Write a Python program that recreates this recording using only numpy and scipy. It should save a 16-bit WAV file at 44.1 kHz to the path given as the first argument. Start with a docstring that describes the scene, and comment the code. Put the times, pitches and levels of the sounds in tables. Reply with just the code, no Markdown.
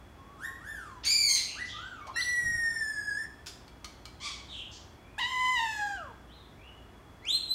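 """A parakeet calls beside hard walls: two wolf whistles, a screech, a long falling whistle, beak clicks,
hoarse squawks, a mewing call and rising chirps. Each call is a gliding syrinx tone with overtones,
roughened by random pitch tremor. Hisses and clicks are shaped noise; clicks also ring faintly.
Random echoes form the wall ring. Behind it all: steady noise, a faint hum, a thin whine, one low rumble."""
import sys
import numpy as np
from scipy import signal
from scipy.fft import rfft, irfft, next_fast_len
from scipy.io import wavfile

SR = 44100
rng = np.random.default_rng(int(sys.argv[2]) if len(sys.argv) > 2 else 0)


def put_to_file(sound):
    """Save the sound as 16-bit audio at rate SR, in the file named by the first command-line argument."""
    columns = np.atleast_2d(sound).T  # one column per channel
    safe = np.clip(columns, -1, 1)
    whole_steps = np.round(safe * 32767)
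    wavfile.write(sys.argv[1], SR, whole_steps.astype(np.int16))


N = 332514

# Call levels are those before the walls.
# background spectrum, relative density: freq_hz, level_db
FLOOR_SPECTRUM = [(20, -38), (35, -6.5), (55, 0), (100, -0.5), (160, -8), (330, -8), (520, -15),
                  (700, -12.5), (1000, -14.5), (2000, -21.5), (3600, -32), (5400, -33.5), (9000, -39),
                  (15800, -43.5)]
FLOOR_DB = -53
RUMBLE_AT_S, RUMBLE_ATTACK_S, RUMBLE_DB, RUMBLE_FADE_DB_PER_S = 2.41, 0.058, -40.5, 53
# wall ring: freq_hz, t60_s
WALL_DECAY = [(500, 0.36), (1500, 0.55), (2500, 0.65), (4500, 0.61), (8000, 0.51), (14000, 0.43)]
# growing echo of the long whistle: onset, time constant, echo share at first and at last (0-1)
ECHO_RISE_AT_S, ECHO_RISE_S, ECHO_SHARE_START, ECHO_SHARE_END = 2.42, 0.32, 0.14, 0.78

# beak clicks: start_s, level_db, decay_s, centre_hz
CLICK_EVENTS = [(2.069, -48.5, 0.015, 4800), (3.461, -38.5, 0.0043, 4980), (3.467, -38, 0.024, 5350),
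                (3.679, -48, 0.005, 4750), (3.844, -34.5, 0.0077, 4630), (4.054, -36.5, 0.0049, 4730),
                (5.183, -47, 0.016, 7600), (7.252, -41, 0.0022, 5150)]
# beak and mouth resonances: centre_ratio, width_ratio, level_db
BEAK_MODES = [(0.269, .025, 3), (0.488, 0.013, 3.5), (0.649, 0.042, 1.5), (.94, .06, 8), (1.33, .08, 1.5),
              (1.8, 0.12, -9)]
# open-beak hisses: start_s, length_s, centre_hz, level_db
HISS_EVENTS = [(1.031, 0.051, 3940, -34), (1.348, 0.056, 4640, -33.5), (1.639, 0.089, 4960, -49),
               (4.473, 0.15, 6800, -61.5), (4.705, 0.073, 5400, -50), (5.184, 0.047, 3670, -42.5)]

# short calls, one table a kind:
# start_s, rise_s, fall_s, first_hz, top_hz, last_hz, attack_s, peak_db, fade_db
WOLF_WHISTLE_CALLS = [(.38, 0.088, .03, 1220, 1902, 1940, .072, -31.5, -25),
                      (.575, 0.13, .3, 1110, 1789, 972, .11, -39, -17.5),
                      (1.54, 0.077, 0.0403, 1112, 1970, 2024, 0.064, -34.5, -10.5),
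                      (1.72, .16, 0.24, 1201, 1554, 1052, 0.034, -42.5, -8)]
# low hums and one higher: same columns
HUM_CALLS = [(.17, 0.18, 0.065, 1076, 1140, 1050, 0.031, -56, -2),
             (.45, 0.029, .05, 1100, 1074, 1087, .04, -50, -4),
             (2.01, 0.023, 0.036, 2180, 2244, 2234, 0.031, -50, -2)]
# chip: same columns
CHIP_CALLS = [(2.06, .04, 0.0021, 529, 1240, 1240, 0.023, -40.5, -9)]
# yip: same columns
YIP_CALLS = [(2.135, .04, .04, 1362, 1343, 1556, 0.026, -36, -7)]
# rising chirps: same columns
CHIRP_CALLS = [(2.2, 0.025, 0.01, 2950, 4130, 4220, 0.026, -26.5, -9),
               (7.22, 0.12, 0.029, 1966, 4090, 4200, 0.075, -26, -1),
               (7.458, .058, 0.03, 3754, 4070, 4100, 0.056, -23.5, -1)]
# faint chirps: same columns
FAINT_CHIRP_CALLS = [(4.94, 0.2, .012, 2160, 2476, 2520, 0.067, -67.5, 3),
                     (6.285, 0.064, 0.11, 2870, 4100, 3510, 0.016, -56.5, -6.5),
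                     (6.57, .11, 0.095, 2260, 2916, 2910, 0.12, -52.5, -13)]
# hoarse squawk: same columns
SQUAWK_CALLS = [(4.2, .06, .072, 1061, 1164, 1108, 0.049, -35, -9.5)]
# rasps: same columns
RASP_CALLS = [(1.47, 0.072, 0.064, 2790, 2817, 2800, .05, -43, -18),
              (1.68, 0.011, 0.14, 3490, 3430, 3245, 0.014, -42.5, -10.5),
              (4.485, 0.013, .12, 3950, 3645, 3050, .04, -43, 3)]
FALL_SKEW = .7  # exponent; under 1, the glide after the top is steepest early
# brief level dips (lower partials only in the whistle and mew): centre_s, half_length_s, depth_db
LEVEL_DIPS = [(2.244, 0.015, -13), (2.943, 0.019, -17), (3.014, 0.0066, -33), (5.293, .022, -11),
              (5.728, 0.048, -8.5), (7.32, 0.0054, -10)]

# mew pitch: time_s, pitch_hz
MEW_PITCH = [(5.18, 799), (5.2, 1028), (5.23, 941), (5.3, 1063), (5.33, 1011), (5.54, 1009), (5.598, 926.3),
             (5.79, 837.5), (5.95, 791), (6.13, 409.6)]
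# mew effort: time_s, level_db
MEW_LEVEL = [(5.18, -34.5), (5.22, -33), (5.34, -32), (5.49, -28), (5.54, -29.5), (5.6, -30), (5.82, -31.5),
             (5.96, -39), (6.13, -52.5)]
# throat resonances: centre_hz, width_hz, level_db
THROAT_MODES = [(2870, 210, -5), (3766, 120, -4.5)]
# mouth response to the mew's upper partials: freq_hz, level_db
MOUTH_RESPONSE = [(3500, -2), (4300, 4.5), (5000, 5.5), (6100, 2), (7200, 6), (8200, -2.5), (9200, -6.5),
                  (10500, -19), (12200, -8.5), (14500, -21), (16000, -32)]
MEW_ROUGH, MEW_ROUGH_START, MEW_CLEARS_S = 0.11, 0.21, 0.15
MIDDLE_GROWTH_DB_PER_DB, UPPER_GROWTH_DB_PER_DB = 1.41, 1  # partials 3-4, partials 5 and up
MEW_DULL_AT_S = 5.97  # upper partials vanish as the pitch collapses

# screech pitch: time_s, pitch_hz
SCREECH_PITCH = [(1.046, 1990), (1.065, 2204), (1.115, 2398), (1.245, 2294), (1.3, 2178), (1.385, 2106)]
SCREECH_DB, SCREECH_UPPER_DB, SCREECH_ATTACK_S = -25, -33.5, 0.037
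SCREECH_ROUGH, HARSH_START, HARSH_S, BROKEN_ROUGH = 0.349, 0.64, 0.0187, 0.37
SPLIT_AT_S, BREAK_AT_S = 1.29, 1.35

# long whistle pitch: time_s, pitch_hz
WHISTLE_PITCH = [(2.16, 1823), (2.202, 1969), (2.43, 1925), (2.446, 1896), (2.72, 1818), (2.966, 1698),
                 (3.082, 1697), (3.11, 1621), (3.174, 1742), (3.188, 1776), (3.245, 1770)]
WHISTLE_DB, WHISTLE_UPPER_DB, TIRING_DB, TIRES_AT_S = -31, -45, -4.5, 2.92
WAVER_START, WAVER_END, WHISTLE_ROUGH_END = 0.0015, 0.01, 0.18

# overtones of the screech: harmonic, level_db
SCREECH_HARMONICS = [(1, -16), (2, -5), (3, -5.5), (4, -13), (5, -20.5), (6, -26.5), (7, -27)]
# of the long whistle: harmonic, level_db
WHISTLE_HARMONICS = [(1, 0), (2, -31), (3, -10.5), (4, -18), (5, -15.5), (6, -29), (7, -30.5), (8, -41)]
# of the mew's lower partials: harmonic, level_db
MEW_HARMONICS = [(1, -0.84), (2, 1.4)]
# of the first wolf whistle: harmonic, level_db
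SOFT_HARMONICS = [(1, -1), (2, -22), (3, -26), (4, -22.5), (5, -28), (6, -22.5), (7, -26.5), (8, -33)]
# of the second wolf whistle and the chip: harmonic, level_db
DULL_HARMONICS = [(1, -1), (2, -20), (3, -24.5), (4, -30), (5, -25.5)]
# of the yip: harmonic, level_db
YIP_HARMONICS = [(1, -7.5), (2, -8.5), (3, -0.5), (4, -10)]
# of the later chirps: harmonic, level_db
CHIRP_HARMONICS = [(1, 1), (2, -14), (3, -25)]
# of the squawk: harmonic, level_db
SQUAWK_HARMONICS = [(1, -1), (2, 0), (3, 3), (4, 2), (5, -1.5), (6, -5.5), (7, -9.5), (8, -15.5), (9, -30),
                    (11, -29)]
# nearly pure tone: harmonic, level_db
PURE_HARMONICS = [(1, 12), (2, -35)]
EDGE_HZ = 15850


def amp(db):
    """Decibels to gain."""
    return 10 ** (np.asarray(db) / 20)


def evened(x):
    """Scales to rms 1."""
    return x / np.sqrt(np.mean(x ** 2) + 1e-20)


def read(points, hz):
    """Interpolates a spectrum on a log-frequency axis."""
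    f_hz, value = np.transpose(points)
    return np.interp(np.log(hz + 1e-6), np.log(f_hz), value)


def curve(rows):
    """Sample times of a call and its curve at those times."""
    time_s, value = np.transpose(rows)
    t = np.arange(time_s[0], time_s[-1], 1 / SR)
    return t, np.interp(t, time_s, value)


def ease(u):
    """Smooth step from 0 to 1 as u goes from 0 to 1."""
    return .5 - .5 * np.cos(np.pi * np.clip(u, 0, 1))


def dips_db(t):
    """Sum of the bell-shaped level dips at times t, negative dB."""
    return sum(db * np.exp(-((t - s) / half_s) ** 2) for s, half_s, db in LEVEL_DIPS)


def placed(start_s, sound, fade_s=0.0017):
    """The sound, with soft ends, at its time in silence."""
    k = np.arange(len(sound))
    soft = sound * np.clip(np.minimum(k, k[::-1]) / (fade_s * SR), 0, 1)
    lead = np.zeros(max(round(start_s * SR), 0))
    return np.concatenate([lead, soft, np.zeros(N)])[:N]


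def noise(size, colour):
    """Noise scaled to rms 1, with gain colour(hz) at each frequency."""
    full = next_fast_len(size + 4096)
    spectrum = rfft(rng.standard_normal(full)) * colour(np.fft.rfftfreq(full, 1 / SR))
    return evened(irfft(spectrum, full))[:size]


def band(size, hz, width_hz):
    """Noise in a bell-shaped band."""
    return noise(size, lambda f: np.exp(-.5 * ((f - hz) / width_hz) ** 2))


def background():
    """Shaped noise, narrow bands for hum and whine, and a fading low-band rumble."""
    steady = amp(FLOOR_DB) * noise(N, lambda f: amp(read(FLOOR_SPECTRUM, f)))
    hum = amp(-62) * band(N, 59.6, 0.83)
    whine = amp(-71.5) * band(N, 3366, 60)
    t = np.arange(SR) / SR
    swell = ease(t / RUMBLE_ATTACK_S) * amp(RUMBLE_DB - RUMBLE_FADE_DB_PER_S * t)
    rumble = swell * band(len(t), 83, 73)
    return steady + hum + whine + placed(RUMBLE_AT_S, rumble)


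def walls(x, wet_db, early_db=-3, early_s=0.011):
    """Direct sound, near reflections and a dense tail with frequency-dependent decay; unit-energy response."""
    taps = np.zeros(SR)
    at = np.arange(400, SR - 20, 20)
    taps[at + rng.integers(0, 20, len(at))] = rng.choice([-1, 1], len(at))
    hz, t, z = signal.stft(taps, SR, nperseg=256)
    decay = amp(-60 * t / read(WALL_DECAY, hz)[:, None])
    tail = signal.istft(z * decay, SR, nperseg=256)[1]
    early = np.zeros(len(tail))
    delay_s = rng.uniform(.002, .035, size=12)
    early[(delay_s * SR).astype(int)] = rng.choice([-1, 1], len(delay_s)) * np.exp(-delay_s / early_s)
    reflections = tail / np.linalg.norm(tail) + amp(early_db) * early / np.linalg.norm(early)
    response = amp(wet_db) * reflections
    response[0] += 1  # direct sound
    return signal.fftconvolve(x, response / np.linalg.norm(response))[:N]


def growing_echo(x):
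    """Crossfades to a more reverberant wall response; the echoes beat with the direct tone."""
    since_s = np.maximum(np.arange(N) / SR - ECHO_RISE_AT_S, 0)
    rise = np.exp(-since_s / ECHO_RISE_S)
    share = np.clip(ECHO_SHARE_END + (ECHO_SHARE_START - ECHO_SHARE_END) * rise, 0, 1)
    size = np.sqrt(share ** 2 + (1 - share) ** 2 + share * (1 - share))
    drier = walls(x * (1 - share) / size, wet_db=-6.0)
    wetter = walls(x * share / size, wet_db=-4, early_db=4.0)
    return drier + wetter


def beak(ratio):
    """Gain of the beak's resonances at a multiple of the click's centre."""
    return np.sqrt(sum(amp(db) ** 2 / (1 + ((ratio - at) / width) ** 2) ** 0.95
                       for at, width, db in BEAK_MODES))


def clicks(ring_db=-21, ring_s=0.034):
    """The beak's edges snap past each other: a short burst plus a faint ring of its lowest resonances."""
    t, out = np.arange(SR // 5) / SR, np.zeros(N)
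    for start_s, db, decay_s, hz in CLICK_EVENTS:
        burst = noise(len(t), lambda f: beak(f / hz)) * np.exp(-t / decay_s)
        modes = sum(amp(mode_db) * np.sin(2 * np.pi * at * hz * t) for at, _, mode_db in BEAK_MODES[:3])
        ring = amp(ring_db) * modes * np.exp(-t / ring_s)
        out += placed(start_s, amp(db) * (burst + ring), fade_s=0.0012)
    return out


def hisses(width_hz=1500):
    """Unvoiced swells of air through the beak: windowed noise bands."""
    out = np.zeros(N)
    for start_s, length_s, hz, db in HISS_EVENTS:
        size = int(length_s * SR)
        out += placed(start_s, amp(db) * band(size, hz, width_hz) * signal.windows.tukey(size, .5))
    return out


def syrinx(hz, rough, tremor_hz=170, depth=0.0838, waver=0.0036):
    """Phase of the vibrating membranes: slow waver and fast tremor bend the pitch."""
    slow = waver * band(len(hz), 0, 25.4)
    fast = depth * rough * band(len(hz), 0, tremor_hz)
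    return 2 * np.pi * np.cumsum(hz * (1 + slow + fast)) / SR


def partials(phase, hz, tone):
    """Harmonics of a phase, scaled to nominal rms 1; those above 0.45 SR are dropped."""
    total = np.sqrt(sum(amp(db) ** 2 for k, db in tone) / 2)
    return sum(amp(db) * np.sin(round(k) * phase) * (round(k) * hz < SR * .45) for k, db in tone) / total


def short_calls(calls, tone, rough, tremor_hz, swell_db):
    """One syrinx voice: pitch eases through three values; level swells by swell_db, then fades."""
    out = np.zeros(N)
    for start_s, rise_s, fall_s, first_hz, top_hz, last_hz, attack_s, peak_db, fade_db in calls:
        t = np.arange(0, rise_s + fall_s, 1 / SR)
        rising = ease(t / rise_s)
        falling = ease(np.maximum((t - rise_s) / fall_s, 0) ** FALL_SKEW)
        hz = first_hz + (top_hz - first_hz) * rising + (last_hz - top_hz) * falling
        swell = np.interp(t, [0, min(attack_s, t[-1]), rise_s + fall_s], [-swell_db, 0, fade_db])
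        level = amp(peak_db + swell + dips_db(start_s + t))
        out += placed(start_s, level * partials(syrinx(hz, rough, tremor_hz), hz, tone))
    return out


def hums():
    """Brief, nearly pure syrinx tones with little tremor."""
    return short_calls(HUM_CALLS, PURE_HARMONICS, rough=.03, tremor_hz=79.6, swell_db=9)


def hoarse_calls():
    """Strong tremor roughens squawk and rasps, less so the faint chirps; hisses add air."""
    out = short_calls(SQUAWK_CALLS, SQUAWK_HARMONICS, rough=0.716, tremor_hz=280, swell_db=12) + hisses()
    out += short_calls(RASP_CALLS, PURE_HARMONICS, rough=0.92, tremor_hz=250, swell_db=6.5)
    return out + short_calls(FAINT_CHIRP_CALLS, PURE_HARMONICS, rough=0.21, tremor_hz=198, swell_db=13)


def chirps():
    """Rising, lightly roughened tones; the first has weaker overtones."""
    out = short_calls(CHIRP_CALLS[:1], PURE_HARMONICS, rough=0.04, tremor_hz=200, swell_db=23.5)
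    return out + short_calls(CHIRP_CALLS[1:], CHIRP_HARMONICS, rough=0.022, tremor_hz=200, swell_db=34.5)


def chip_and_yip():
    """Short syrinx calls with moderate tremor."""
    out = short_calls(CHIP_CALLS, DULL_HARMONICS, rough=0.27, tremor_hz=200, swell_db=12)
    return out + short_calls(YIP_CALLS, YIP_HARMONICS, rough=0.225, tremor_hz=202, swell_db=21)


def wolf_whistles():
    """Two pairs of glides, up then up and down; the second pair has fewer overtones."""
    out = short_calls(WOLF_WHISTLE_CALLS[:2], SOFT_HARMONICS, rough=0.064, tremor_hz=120, swell_db=24)
    return out + short_calls(WOLF_WHISTLE_CALLS[2:], DULL_HARMONICS, rough=0.12, tremor_hz=120, swell_db=21)


def throat(hz):
    """Gain of the throat's resonances."""
    return np.sqrt(sum(amp(db) ** 2 / (1 + ((hz - at) / width) ** 2) ** 2
                       for at, width, db in THROAT_MODES))


def mew(middle_db=-31.0, upper_db=-46, air_db=-23, push_db=10, muted_db=-4,
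        thinning_db_per_octave=6, count=16):
    """Low call rich in partials; throat resonances shape partials 3 and 4, boosted in the first push."""
    t, hz = curve(MEW_PITCH)
    db = np.interp(t, *np.transpose(MEW_LEVEL))
    effort_db = db - db.max()
    push = np.exp(-(t - t[0]) / MEW_CLEARS_S)
    phase = syrinx(hz, MEW_ROUGH + MEW_ROUGH_START * push, tremor_hz=93, depth=0.062, waver=0.0014)
    # the fundamental thins as it sinks, down to half an octave
    thin_db = thinning_db_per_octave * np.maximum(np.log2(hz / hz.max()), -.5)
    lower_tone = [(k, tone_db + (k == 1) * thin_db) for k, tone_db in MEW_HARMONICS]
    lower = amp(db + dips_db(t)) * partials(phase, hz, lower_tone)
    air = amp(air_db) * band(len(t), 3650, 430) * (1 + np.cos(phase))  # one puff a cycle
    resonant = sum(throat(k * hz) * (np.sqrt(2) * np.sin(k * phase) + air) for k in range(3, 5))
    middle = amp(MIDDLE_GROWTH_DB_PER_DB * effort_db) * amp(middle_db + push_db * push) * resonant
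    upper_level = amp(upper_db + UPPER_GROWTH_DB_PER_DB * effort_db + muted_db * push)
    upper_level = upper_level * ease((MEW_DULL_AT_S - t) / 0.064 + .5)
    upper_tone = [(k, read(MOUTH_RESPONSE, k * hz)) for k in range(5, count)]
    upper = upper_level * partials(phase, hz, upper_tone)
    return placed(t[0], lower + middle + upper, fade_s=0.002)


def screech(tremor_hz=150, half=0.11, split_db=-3, split_upper_db=5, change_s=0.0098, upper_attack_s=0.0047):
    """Rough call: starts harsh, steadies, brightens as it splits to half pitch, then breaks up."""
    t, hz = curve(SCREECH_PITCH)
    age_s = t - t[0]
    split = ease((t - SPLIT_AT_S) / change_s + .5)
    broken = ease((t - BREAK_AT_S) / change_s + .5)
    rough = SCREECH_ROUGH + HARSH_START * np.exp(-age_s / HARSH_S) + BROKEN_ROUGH * broken
    phase = syrinx(hz, rough, tremor_hz=tremor_hz, depth=0.062)
    lower = amp(SCREECH_DB + split_db * split) * ease(age_s / SCREECH_ATTACK_S)
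    upper = amp(SCREECH_UPPER_DB + split_upper_db * (split - broken)) * ease(age_s / upper_attack_s)
    tone = lower * partials(phase, hz, SCREECH_HARMONICS[:2])
    tone = tone + upper * partials(phase, hz, SCREECH_HARMONICS[2:])
    half_pitch = 1 + 2 * half * (split - broken) * np.cos(phase / 2)
    return placed(t[0], tone * half_pitch, fade_s=0.0046)


def whistle(flutter_hz=390, flutter_rad=0.035, rough_start=0.225, clears_s=0.055, push_db=5):
    """Clean tone that tires and grows shaky; quick phase flutter adds faint side tones."""
    t, hz = curve(WHISTLE_PITCH)
    age_s, progress = t - t[0], np.linspace(0, 1, len(t))
    push = np.exp(-age_s / clears_s)
    tired_db = TIRING_DB * ease((t - TIRES_AT_S) / 0.14 + .5)
    rough = rough_start * push + WHISTLE_ROUGH_END * progress ** 2
    waver = WAVER_START + (WAVER_END - WAVER_START) * progress
    phase = syrinx(hz, rough, tremor_hz=101, waver=waver)
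    phase = phase + flutter_rad * band(len(t), flutter_hz, 7.7)
    lower = amp(WHISTLE_DB + dips_db(t)) * partials(phase, hz, WHISTLE_HARMONICS[:1])
    upper = amp(WHISTLE_UPPER_DB + push_db * push) * partials(phase, hz, WHISTLE_HARMONICS[1:])
    return placed(t[0], amp(tired_db) * (lower + upper))


def scene():
    """Sums the background and the calls; wall level set by group, growing along the long whistle."""
    bird = walls(clicks(), wet_db=-5.5) + walls(hums(), wet_db=-2.0)
    bird += walls(hoarse_calls(), wet_db=2.0) + walls(chirps(), wet_db=-3)
    bird += walls(wolf_whistles() + chip_and_yip(), wet_db=1.0)
    bird += walls(mew(), wet_db=-6.0, early_db=0) + walls(screech(), wet_db=-1.0)
    bird += growing_echo(whistle())
    return (background() + bird)[None]


def record(dry):
    """The recorder's band limit: a linear-phase low-pass."""
    lowpass = signal.firwin(511, EDGE_HZ, window=("kaiser", 9), fs=SR)
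    return signal.oaconvolve(dry, lowpass[None], "same")


dry = scene()
out = record(dry)
put_to_file(out)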